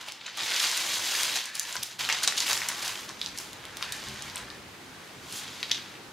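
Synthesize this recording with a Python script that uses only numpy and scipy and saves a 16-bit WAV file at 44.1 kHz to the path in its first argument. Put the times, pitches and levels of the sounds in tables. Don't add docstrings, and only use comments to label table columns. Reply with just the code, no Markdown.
import sys
import numpy as np
from scipy import signal
from scipy.fft import rfft, irfft
from scipy.io import wavfile
from scipy.ndimage import uniform_filter1d

SR = 44100
rng = np.random.default_rng(int(sys.argv[2]) if len(sys.argv) > 2 else 0)


def master(y):
    cut = np.clip(np.atleast_2d(y).T, -1, 1)
    pcm = np.round(cut * 32767)
    wavfile.write(sys.argv[1], SR, pcm.astype(np.int16))


N = 269892

# (time [s], level at 4 kHz [dB], 1.2 kHz above that [dB], 11 kHz above that [dB])
SLIDE = [
    [(0.0, -47, -1.5, -18), (0.34, -50.5, -6, -18), (0.39, -35.5, -5.5, -12), (0.57, -29.5, -5.5, -5.5),
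     (1.0, -34.5, -5, -1.5), (1.2, -29.5, -5.5, -1), (1.38, -36.5, -4, -3.5), (1.52, -46.5, -6, -17),
     (1.7, -42, -0.5, 0.5), (1.93, -49.5, -4, -5), (1.985, -57, 0, -17)],
    [(1.99, -42, -1, -8), (2.72, -41, 0.5, -19), (3.1, -52, -5, -10), (3.75, -51, 5, -11),
     (4.1, -42.5, -3.5, -9), (4.4, -51.5, -6, -12), (4.69, -57, -3, -8), (5.2, -55, 0, -5),
     (5.29, -47, -2.5, -1), (5.37, -38, -11, 3), (5.46, -44, -1.5, -8.5), (5.62, -44, -7, -7),
     (5.9, -49.5, -1, -13), (6.12, -60, -7, -18)],
]
# (peak time [s], level at 4 kHz [dB], rise [s], t60 [s],
# 1.2 kHz above that [dB], 11 kHz above that [dB])
GRIPS = [(.012, -42.5, .01, 0.11, 1, -2.5), (.082, -43, 0.045, 0.16, 6, -4),
         (.222, -39.5, .02, .2, -4.5, -26), (.262, -42, 0.027, 1.5, -4, -18),
         (.372, -38.5, 0.01, 0.18, 4, -2), (.43, -34.5, 0.023, .4, -14, -1.5),
         (.63, -26, 0.14, 0.21, -8, -3.5), (.94, -32.5, 0.14, 0.38, -14, -3),
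         (1.15, -32, .06, 0.37, -19, -9), (1.362, -30, 0.07, 0.25, -7, -3), (1.455, -42, .02, .3, -4, -3),
         (1.551, -36, 0.014, 0.5, -5.5, -2), (1.77, -44.5, 0.13, 0.16, 7, 1.5),
         (1.83, -39, 0.025, 0.55, -8.5, -3), (1.992, -32.5, 0.0053, 1.6, -4, -4.5),
         (2.092, -31, 0.02, 0.68, -1.5, -14), (2.24, -24.5, 0.016, 0.085, -10.5, -5),
         (2.276, -32.5, .005, 0.27, -3, -6), (2.38, -25.5, 0.028, .35, -13, -4.5),
         (2.491, -29, 0.057, 0.65, 0.5, 2.5), (2.691, -33, 0.014, 0.16, -2, -3),
         (2.85, -35.5, 0.21, 0.9, 0.5, 1), (3.092, -43, .012, 0.12, 6, -12.5),
         (3.255, -42.5, 0.099, 0.56, -2, -5), (3.38, -43.5, .02, 0.46, -3, 5.5),
         (3.77, -49, .01, 0.28, 0, -3), (3.83, -40.5, 0.022, 0.26, 2, -5), (3.925, -49, 0.022, 1.2, 2, 2.5),
         (4.222, -44.5, .01, 0.67, 4.5, -3), (4.36, -46, 0.033, 0.5, 7.5, -3),
         (5.715, -45.5, .015, 0.56, -3, -2)]
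# (low [Hz], middle [Hz], high [Hz])
COLOUR_HZ = (1200, 4000, 11000)
# (time [s], level [dB], added below about 100 Hz [dB])
AIR_LEVEL = [
    [(0.0, -56, -5), (1.2, -57, -14), (1.985, -53, -6)],
    [(1.99, -48.5, -6), (4.2, -46.5, -0.5), (5.5, -47, -8), (6.12, -46.5, -7)],
]
# (frequency [Hz], relative density [dB per Hz])
AIR_SPECTRUM = [(15, -44), (25, -46), (70, -0.5), (358, -1), (687, -7.5), (831, -4), (902, -7),
                (1010, -6.5), (1600, -6), (15200, -25), (16500, -44)]
# (frequency [Hz], left-right likeness [-1 to 1])
AIR_LIKENESS = [(60, 1), (240, 0.81), (950, 0.62), (3770, 0.18), (15000, 0.092)]
# (frequency [Hz], t60 [s])
ROOM_DECAY = [(300, 0.38), (1500, 0.15), (4000, 0.32), (12000, 0.21)]
# (frequency [Hz], left-right likeness [-1 to 1])
ROOM_LIKENESS = [(300, 0.64), (1500, 1), (4000, .8), (12000, 0.043)]
# (time [s], ring peak before panning [dB], pitch [Hz], treble crack above that peak [dB])
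SNAPS = [(0.0858, -23.5, 3340, -8), (0.1214, -24, 4540, -6.5), (0.2657, -21.5, 4300, -26),
         (0.373, -25.5, 3350, -4), (0.392, -22, 3590, -18), (0.4084, -19, 3380, -25),
         (.4336, -18, 3120, -21), (.4615, -20, 3470, -17), (0.504, -20, 3860, -6), (0.5195, -19, 2760, -23),
         (0.538, -17, 4170, -24), (0.563, -13, 4220, -24), (0.5654, -15, 3520, -25),
         (0.6017, -11, 3960, -30), (.631, -20, 4790, -13), (0.6371, -23, 3830, -4),
         (0.7149, -13, 5630, -20), (.7718, -23, 3700, 1), (0.7759, -19, 5490, -1), (0.9413, -16, 4200, -20),
         (1.0636, -21, 4300, -23), (1.2327, -14, 5030, -2), (1.3579, -17, 4100, -17), (1.44, -28, 4500, -5),
         (1.4565, -23.5, 5750, -7), (1.553, -24, 4400, 3.5), (1.5959, -13, 5200, -2.5),
         (1.653, -28, 3220, -15), (1.6731, -26.5, 4550, -15), (1.69, -32, 2020, -12),
         (1.7267, -19.5, 5300, -15), (1.755, -21.5, 1180, -6), (1.7664, -15.5, 4570, -27),
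         (1.8295, -22, 4700, -3), (1.8327, -17.5, 4960, -1), (1.9938, -27, 2720, -2),
         (2.0438, -24, 4130, -10), (2.0501, -17, 3850, -13), (2.0895, -25.5, 2930, 4),
         (2.09, -13, 2080, -20), (2.0995, -15.5, 1930, -20), (2.126, -13.5, 4450, -16),
         (2.187, -24, 3010, -19), (2.2324, -16.5, 3930, -1), (2.2365, -13.5, 5940, -20),
         (2.2473, -21, 4390, -4), (2.2741, -25, 6600, -16), (2.2761, -3.5, 5540, -36),
         (2.2785, -17.5, 1530, -20), (2.28, -11, 4800, -15), (2.2828, -11, 5600, -22),
         (2.2846, -19, 1500, -12), (2.3236, -18.5, 1900, -10), (2.3702, -20, 3580, -19),
         (2.38, -15, 5140, -11), (2.404, -11, 5470, -26), (2.4728, -20, 4430, -10),
         (2.4803, -18, 2540, -14), (2.4973, -18, 4440, -8), (2.531, -13, 4630, -5), (2.576, -15, 6260, -26),
         (2.618, -18, 1950, -20), (2.687, -18.5, 5900, 6.5), (2.879, -17, 4600, -9),
         (2.8819, -19.5, 4200, -8), (3.092, -23, 5280, -22), (3.1938, -34, 4690, -12),
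         (3.2135, -30.5, 4284, -37), (3.2152, -13.5, 4000, -30), (3.217, -27, 2630, -25),
         (3.2614, -14.5, 4330, -34), (3.376, -27, 5600, -4), (3.3858, -19.5, 6760, -16),
         (3.3871, -19, 4260, -18), (3.5315, -28.5, 4470, -6), (3.6413, -30.5, 1560, -15),
         (3.653, -25.5, 3070, -10), (3.77, -23.5, 4070, 0), (3.81, -27, 1700, -18),
         (3.8262, -13.5, 3220, -13), (3.826, -23.5, 1310, -16), (3.8915, -30, 1900, -10),
         (3.9222, -20.5, 3430, -1), (3.9247, -23, 5030, -1), (3.965, -30, 5000, -3), (4.039, -30, 4000, -5),
         (4.086, -24.5, 3960, -6), (4.142, -38, 7000, -4), (4.223, -21, 4940, -6.5),
         (4.2805, -34, 2410, -12), (4.299, -24.5, 4200, -18), (4.3582, -20.5, 7460, -14),
         (4.3694, -21.5, 2970, -15), (4.379, -31, 6000, -3), (4.5022, -26, 4060, -32),
         (5.076, -34, 3240, -12), (5.325, -25.5, 5670, -4), (5.6294, -12, 3250, -27),
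         (5.6316, -22, 2900, -18), (5.634, -24, 2420, -23), (5.6973, -22, 3840, -22),
         (5.7063, -25, 2000, -29), (5.713, -21, 4230, -22), (5.7132, -22, 1900, -22),
         (5.7128, -14, 3300, -28), (5.7154, -11, 4250, -20), (5.7159, -14, 3000, -27),
         (5.7465, -21, 2700, -20), (5.779, -28, 2410, -26), (5.86, -34, 3000, -22),
         (5.9413, -34, 2180, -20), (5.954, -34, 2000, -20)]
# (frequency [Hz], width in the drag [Hz], relative level in the drag [dB])
TABLE_MODES = [(76, 21, -18), (122.6, 17, 5), (220.3, 58, -5), (340.6, 46, 7.5), (546, 750, 6.5)]
# (time [s], relative level [dB], t60 [s])
THUMPS = [(.419, -47, 0.14), (1.778, -41, 0.14), (2.03, -54, .2), (2.501, -49, 0.39), (4.075, -39.5, 0.36),
          (4.241, -41, 0.19), (4.411, -43, 0.26), (4.649, -41, 0.12), (5.471, -44, 0.23)]
# (start [s], end [s], level [dB])
SCRAPES = [(1.436, 1.72, -47), (3.807, 4.018, -46.5), (4.33, 4.603, -54.5)]
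# (frequency [Hz], width [Hz], relative level [dB])
SCRAPE_MODES = [(1190, 51, -13), (1740, 130, 6), (2370, 150, -3)]

RISE_DB = 19
SLIDING, CRUSHING = 0.28, 0.86
SHEET_HZ, SHEET_OCTAVES, SHEET_DB = 980, 0.18, 3.5
HUM_HZ, HUM_DB = 121.3, -73
SNAP_T60_S, SNAP_PAN_DB = 0.006, 1.5
CLICK_DB, CLICK_S = 10, 0.000304
DRAG_S, DRAG_DB, DRAG_EDGE_S, DRAG_LUMPS_DB = (0.327, 1.4), (-55.5, -46), 0.021, 3
HISS_DB, EDGE_HZ = -66, 15800


def gain_of(db):
    return 10 ** (np.asarray(db) / 20)


def unit_rms(x):
    return x / np.sqrt(np.mean(x ** 2) + 1e-20)


def read(points, hz):
    f, value = np.transpose(points)
    return np.interp(np.log(hz + 1), np.log(f + 1), value)


def curves(parts):
    s, *columns = np.concatenate(parts).T
    return [np.interp(np.arange(N) / SR, np.sort(s), column) for column in columns]


def add(mix, s, sound):
    part = mix[:, round(s * SR):][:, :sound.shape[1]]
    part += sound[:, :part.shape[1]]


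def stereo_spectra(hz, likeness, z):
    same = np.clip(read(likeness, hz), -1, 1)[:, None]
    return np.array([z[0], same * z[0] + np.sqrt(1 - same ** 2) * z[1]])


def handling():
    t = np.arange(N) / SR
    slide_db, low_db, high_db = curves(SLIDE)
    slide = gain_of(slide_db + np.array([low_db, 0 * t, high_db])) ** 2
    crush = np.zeros((3, N))
    for s, db, rise_s, t60, low_db, high_db in GRIPS:
        climb_db = RISE_DB * (t - s) / max(rise_s, .002)
        fall_db = -60 * (t - s) / max(t60, .03)
        shape_db = np.where(t < s, climb_db, fall_db)
        crush += np.outer(gain_of([low_db, 0, high_db]), gain_of(db + shape_db)) ** 2
    low, mid, high = 10 * np.log10(slide + crush)
    crush_share = crush[1] / (slide[1] + crush[1])
    return mid, low - mid, high - mid, SLIDING + (CRUSHING - SLIDING) * crush_share


def tick(hz, t60, lag_s, spread, rise_s=0.00018):
    t = np.maximum(np.arange(1200) / SR - .0001 + np.array([[lag_s], [-lag_s]]) / 2, 0)
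    ring = sum(np.sin(2 * np.pi * np.minimum(hz * k, SR * .4) * t) for k in spread)
    return ring * (1 - np.exp(-t / rise_s)) * gain_of(-60 * t / t60)


def rustle(per_s=16000, size_db=3.0, clump_db=4.0, t60_cycles=12.9, lag_s=.000012, tilt_db=-2.0, count=40):
    level_db, low_db, high_db, crumple = handling()
    crumple = np.clip(crumple, 0, 1)
    out = np.zeros((2, N))
    clumps = rng.standard_normal((3, N))
    clumps = unit_rms(uniform_filter1d(uniform_filter1d(clumps, 180), 180))
    for hz in np.geomspace(500, 15000, count):
        place = np.interp(np.log(hz), np.log(COLOUR_HZ), [0, 1, 2])
        share = np.maximum(1 - abs(place - np.arange(3)), 0)
        colour_db = share[0] * low_db + share[2] * high_db + tilt_db * np.log2(hz / 4000) ** 2
        colour_db = colour_db + SHEET_DB * np.exp(-(np.log2(hz / SHEET_HZ) / SHEET_OCTAVES) ** 2)

        hits = rng.random(N) < per_s / count / SR * np.sqrt(hz / 4000)
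        spread_db = size_db * np.minimum(rng.exponential(1, N), 5)
        spread_db += clump_db * (share @ clumps + clumps[1]) / 2
        size = hits * rng.choice([-1, 1], N) * gain_of(crumple * (spread_db - 5.5))
        size = size / np.sqrt(hits.mean()) * gain_of(colour_db + level_db)

        lag = lag_s * rng.standard_normal()
        shape = tick(hz, t60_cycles / hz, lag, rng.uniform(0.9, 1.144, 2))
        out += signal.oaconvolve(size[None], shape / np.linalg.norm(shape[0]), axes=1)[:, :N]
    return out * gain_of(-10)


def air():
    frames, hz = N // 256 + 5, np.fft.rfftfreq(1024, 1 / SR)
    a, b, c, d, patches = rng.standard_normal((frames, 513, 5)).T
    patches = unit_rms(uniform_filter1d(uniform_filter1d(patches, 6, 0), 14, 1))
    z = stereo_spectra(hz, AIR_LIKENESS, [a + 1j * b, c + 1j * d])
    z = z * gain_of(read(AIR_SPECTRUM, hz)[:, None] + 1.14 * patches)
    rush = unit_rms(signal.istft(z, nperseg=1024, noverlap=768)[1][:, :N])

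    level_db, bass_db = curves(AIR_LEVEL)
    bass = signal.sosfiltfilt(signal.butter(2, 100, fs=SR, output="sos"), rush)
    rush = (rush + (gain_of(bass_db) - 1) * bass) * gain_of(level_db)

    drift = unit_rms(uniform_filter1d(rng.standard_normal((2, N)), 3000))
    turns = np.cumsum(HUM_HZ + 4 * drift[0]) / SR
    return rush + gain_of(HUM_DB + 1.8 * drift[1]) * np.sin(2 * np.pi * turns)


def room(x, count=4, turn_s=.03):
    z = [signal.stft(rng.standard_normal((count, SR // 2)), SR, nperseg=128) for side in "LR"]
    hz, t = z[0][:2]
    z = stereo_spectra(hz, ROOM_LIKENESS, [z[0][2], z[1][2]])
    z = z * gain_of(-60 * t / np.maximum(read(ROOM_DECAY, hz), .03)[:, None])
    tails = np.pad(signal.istft(z, SR, nperseg=128)[1], [(0, 0), (0, 0), (60, 0)])
    echoes = unit_rms(uniform_filter1d(rng.standard_normal(tails.shape[1:]), 90))
    tails = tails * gain_of(3.5 * echoes)

    turn = np.pi * (np.arange(N) / SR / turn_s / count - np.arange(count)[:, None] / count)
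    fed = x.mean(0) * np.cos(turn) * np.sqrt(2 / count)
    return signal.fftconvolve(fed[None], tails / np.linalg.norm(tails[0, 0]), axes=2)[..., :N].sum(1)


def snaps(lag_s=.000012, octaves=0.49, fall_db=-40, crack_hz=9500, rise_s=0.000054):
    out, t, f = np.zeros((2, N)), np.arange(512) / SR, np.fft.rfftfreq(512, 1 / SR) + 1
    shape = (1 - np.exp(-t / rise_s)) * gain_of(-60 * t / SNAP_T60_S)
    chance = rng.standard_normal((len(SNAPS), 514))
    for (s, db, hz, crack_db), (side, pan, *noise) in zip(SNAPS, chance):
        burst = rfft(noise) + gain_of(CLICK_DB) * np.exp(-2j * np.pi * f * CLICK_S)
        lag = np.exp(1j * np.pi * f * side * lag_s * np.array([[1], [-1]]))
        bands = [gain_of(np.maximum(-6 * (np.log2(f / centre) / octaves) ** 2, fall_db))
                 for centre in (hz, crack_hz)]
        ring, crack = (irfft(burst * band * lag) for band in bands)
        ring, crack = ring * shape, crack * shape ** 0.6
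        sound = ring / abs(ring).max() + gain_of(crack_db) * crack / abs(crack).max()
        add(out, s, sound * gain_of(db + SNAP_PAN_DB * np.array([[pan], [-pan]]) / 2))
    return out


def table():
    t = np.arange(N) / SR
    contact = np.clip(np.minimum(t - DRAG_S[0], DRAG_S[1] - t) / DRAG_EDGE_S, 0, 1)
    lumps = unit_rms(uniform_filter1d(uniform_filter1d(rng.standard_normal(N), 2000), 2000))
    push = contact * gain_of(np.interp(t, DRAG_S, DRAG_DB) + DRAG_LUMPS_DB * lumps)
    noise = rng.standard_normal(N)
    drag = sum(signal.lfilter(*signal.iirpeak(hz, hz / width, SR), noise) * gain_of(db)
               for hz, width, db in TABLE_MODES)
    out = np.tile(unit_rms(drag) * push, (2, 1))

    t = t[:SR // 2]
    detunes = rng.standard_normal((len(THUMPS), len(TABLE_MODES)))
    for (s, db, t60), detune in zip(THUMPS, detunes):
        ring = sum(np.sin(2 * np.pi * hz * (1 + 0.067 * k) * t) * gain_of(-4 * np.log2(hz / 160) ** 2)
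                   for (hz, _, _), k in zip(TABLE_MODES, detune))
        envelope = gain_of(db - 60 * t / max(t60, .03)) * (1 - np.exp(-t / 0.013))
        add(out, s, (envelope * ring)[None])
    return out


def scrape(per_s=2500, size_db=1.0, edge_s=0.03):
    t = np.arange(N) / SR
    slips = (rng.random(N) < per_s / SR) * rng.choice([-1, 1], N)
    slips = slips * gain_of(size_db * np.minimum(rng.exponential(1, N), 4))
    ring = sum(signal.lfilter(*signal.iirpeak(hz, hz / width, SR), slips) * gain_of(db)
               for hz, width, db in SCRAPE_MODES)
    contact = sum(gain_of(db) * np.clip(np.minimum(t - start, end - t) / edge_s, 0, 1)
                  for start, end, db in SCRAPES)
    return unit_rms(ring) * contact


def fade(restart, length_s=0.16, depth_db=-9):
    ahead = (restart - np.arange(N)) / SR
    return gain_of(depth_db * np.where(ahead > 0, np.clip(1 - ahead / length_s, 0, 1), 0))


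def scene():
    swarm, cracks = rustle() + scrape(), snaps()
    restart = round(SLIDE[1][0][0] * SR)
    tails = room(gain_of(-7.5) * swarm + gain_of(-5.0) * cracks)
    paper = swarm + cracks + tails * fade(restart)
    thin = signal.butter(2, 450, "high", fs=SR, output="sos")
    return signal.sosfilt(thin, paper) + table() + air()


def record(dry):
    soft = signal.lfilter(*signal.butter(2, 14500, fs=SR), dry)
    soft = soft + gain_of(HISS_DB) * rng.standard_normal(dry.shape)
    band_limit = signal.firwin(511, EDGE_HZ, window=("kaiser", 9), fs=SR)
    return signal.oaconvolve(soft, band_limit[None], "same")


dry = scene()
out = record(dry)
master(out)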